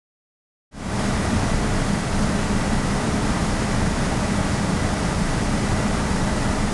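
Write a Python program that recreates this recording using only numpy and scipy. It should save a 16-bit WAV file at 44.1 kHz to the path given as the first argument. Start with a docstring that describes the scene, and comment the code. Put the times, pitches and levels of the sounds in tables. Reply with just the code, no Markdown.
"""Hundreds of server fans roar steadily, pushing turbulent air through racks in an equipment room.
The air hisses in grilles and heat sinks, and the room booms at its low modes.
Rotor hums and blade whines stand just above the roar; fans of nearly equal speed beat together.
The sound fades in out of silence."""
import sys
import numpy as np
from scipy import signal
from scipy.fft import rfft, irfft, next_fast_len
from scipy.io import wavfile

SR = 44100
rng = np.random.default_rng(int(sys.argv[2]) if len(sys.argv) > 2 else 0)


def int16_out(signal):
    """Quantize to a 16-bit WAV file."""
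    q = np.round(np.clip(np.atleast_2d(signal).T, -1, 1) * 32767)
    wavfile.write(sys.argv[1], SR, q.astype(np.int16))


N = 296793
FFT_SIZE = next_fast_len(N)
TIME_S = np.arange(N) / SR
BIN_HZ = np.fft.rfftfreq(FFT_SIZE, 1 / SR)

# Room and cabinet resonances. Each row: centre in Hz, width in Hz, relative peak density in dB.
ROOM_MODES = [(24.6, 2.1, -33), (29.3, 1.8, -37.5), (36, 3.8, -49), (49.1, 2.7, -43.5), (61.4, 3.5, -42.5),
              (84.8, 8, -43), (110.5, 5.2, -45.5), (121.8, 8.8, -46.5), (140.8, 5.1, -46), (168, 5.4, -46),
              (211.5, 26.4, -50), (413.5, 24, -58), (623, 95, -61)]
# Rotor and blade tones. Each row: frequency in Hz, rms level in dB, rms wander in Hz.
FAN_TONES = [(238, -43, .8), (257.5, -44, .8), (276, -46, 1), (296.3, -40, .25), (314, -47, .5),
             (396.5, -47, .7), (439, -52, 1), (493, -50.5, 1.5), (618.5, -48, .5), (684, -52, 1),
             (1211, -50.5, 2), (1924, -57, 2), (1938, -51, 2), (1950.5, -49.8, 1.2), (1984, -53.5, 8),
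             (1997, -49.3, 2), (2678, -63, 5), (8296, -66, 4)]
# Throbs of the hum, as when rotors fall into step. Each row: crest time in seconds, rise in dB.
HUM_THROBS = [(1.61, 9), (1.915, 8), (2.22, 9), (2.885, 9), (3.85, 8), (4.215, 10), (4.63, 8), (5.2, 9),
              (5.84, 6), (6.465, 8)]
# Turbulent fan air. Each row: frequency in Hz, density in dB per Hz.
ROAR_SPECTRUM = [(10, -74), (20, -56), (100, -52), (190, -47.5), (270, -53.5), (360, -58), (520, -60),
                 (740, -59.5), (890, -58), (970, -61.5), (1300, -62), (1900, -66.5), (2300, -69.5),
                 (3000, -77.5), (6000, -99.5)]
# Air in grilles and heat sinks. Each row: frequency in Hz, density in dB per Hz.
HISS_SPECTRUM = [(1500, -84.5), (3000, -74), (4300, -74.5), (5050, -73), (5900, -74.5), (6700, -74.5),
                 (7800, -77), (8400, -76.5), (9900, -78), (10600, -82), (11200, -88.5), (11900, -101)]
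# Fade-in. Each row: time in seconds, linear gain.
FADE_IN = [(0.71, 0), (.8, 0.29), (.9, 0.58), (1.01, 1)]


def db_to_gain(db):
    """Decibels to amplitude."""
    return 10 ** (np.asarray(db) / 20)


def unit_rms(x):
    """Scales to rms 1."""
    return x / np.sqrt(np.mean(x ** 2) + 1e-20)


def bin_density(spectrum):
    """Amplitude per root Hz in each bin, interpolated in dB over log frequency."""
    hz, db = np.transpose(spectrum)
    return db_to_gain(np.interp(np.log(BIN_HZ + 1), np.log(hz), db))


def shaped_noise(density):
    """Noise with the given amplitude per root Hz in each bin."""
    white = rfft(rng.standard_normal(FFT_SIZE))
    return irfft(white * density, FFT_SIZE)[:N] * np.sqrt(SR / 2)


def drift(max_hz, count=24):
    """Slow random motion of rms 1: a sum of sines of random phase."""
    coarse_s = np.linspace(0, N / SR, N // 128)
    rates_hz = np.geomspace(max_hz / 20, max_hz, count)[:, None]
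    sines = np.sin(2 * np.pi * (rates_hz * coarse_s + rng.random((count, 1))))
    return np.interp(TIME_S, coarse_s, unit_rms(sines.sum(0)))


def fan_tone(hz, wander_hz):
    """A sine of rms 1 that wavers as its fan hunts for speed."""
    cycles = np.cumsum(hz + wander_hz * drift(max_hz=3)) / SR + rng.random()
    return unit_rms(np.sin(2 * np.pi * cycles))


def room_comb(t60_s=0.68, wet=0.39, centre_hz=500):
    """Gain per bin: reflections comb the low mids; higher up the many fans average the comb away."""
    tail_s = np.arange(SR) / SR
    tail = rng.standard_normal(SR) * np.exp(-np.log(1000) * tail_s / t60_s)
    echoes = rfft(tail / np.linalg.norm(tail), FFT_SIZE)
    share = wet * BIN_HZ * centre_hz / (BIN_HZ ** 2 + centre_hz ** 2)
    return abs(1 + share * echoes) / np.sqrt(1 + share ** 2)


def heave(period_s=1.88, crest_s=1.85, width_s=0.32):
    """A rounded swell from 0 to 1 and back, once a period."""
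    from_crest_s = (TIME_S - crest_s + period_s / 2) % period_s - period_s / 2
    return np.exp(-(from_crest_s / width_s) ** 2)


def room_boom(split_hz=42, trough_db=-3.5, heave_db=7):
    """Turbulence keeps the low resonances ringing at random; the deepest ones heave."""
    power = sum(db_to_gain(db) ** 2 / (1 + 2 * ((BIN_HZ - hz) / width_hz) ** 2) ** 2
                for hz, width_hz, db in ROOM_MODES)
    deep = shaped_noise(np.sqrt(power) * (BIN_HZ < split_hz))
    upper = shaped_noise(np.sqrt(power) * (BIN_HZ >= split_hz))
    return deep * db_to_gain(trough_db + heave_db * heave()) + upper


def fan_whines(flutter_depth=0.38):
    """Single fans sing their own tones, which flutter in the uneven intake air."""
    whines = np.zeros(N)
    for hz, db, wander_hz in FAN_TONES:
        flutter = 1 + flutter_depth * drift(max_hz=12)
        whines += db_to_gain(db) * unit_rms(flutter * fan_tone(hz, wander_hz))
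    return whines


def rotor_hum(hum_hz=201, spread_hz=9, wander_hz=2.5, lead_db=-35, bank_db=-37, count=8):
    """A bank of rotors beats at nearly equal speeds; one near rotor leads, throbbing at set times."""
    bank_hz = hum_hz + spread_hz * np.linspace(-1, 1, count)
    bank = unit_rms(sum(fan_tone(hz, wander_hz) for hz in bank_hz))
    throb_width_s = 0.04
    throb_db = sum(rise_db * np.exp(-((TIME_S - crest_s) / throb_width_s) ** 2)
                   for crest_s, rise_db in HUM_THROBS)
    lead = fan_tone(hum_hz, wander_hz)
    return db_to_gain(lead_db + throb_db) * lead + db_to_gain(bank_db) * bank


def airflow(roar_surge_db=0.26, hiss_surge_db=0.16, eddy_db=0.33):
    """Roar and hiss swell slightly with one unsteady flow; quick eddies ruffle both."""
    flow = drift(max_hz=4.4)
    comb = room_comb()
    roar = shaped_noise(comb * bin_density(ROAR_SPECTRUM)) * db_to_gain(roar_surge_db * flow)
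    hiss = shaped_noise(comb * bin_density(HISS_SPECTRUM)) * db_to_gain(hiss_surge_db * flow)
    eddies = drift(max_hz=30)
    return (roar + hiss) * db_to_gain(eddy_db * eddies)


def scene():
    """All the racks in mono, from a few steps in front."""
    return (airflow() + room_boom() + rotor_hum() + fan_whines())[None]


def record(dry):
    """Silence, a short fade-in, and a low-pass over the whole."""
    cutoff_hz = 11930
    fade = np.interp(TIME_S, *np.transpose(FADE_IN))
    low_pass = signal.firwin(511, cutoff_hz, window=("kaiser", 9), fs=SR)
    return signal.oaconvolve(dry * fade, low_pass[None], "same")


dry = scene()
out = record(dry)
int16_out(out)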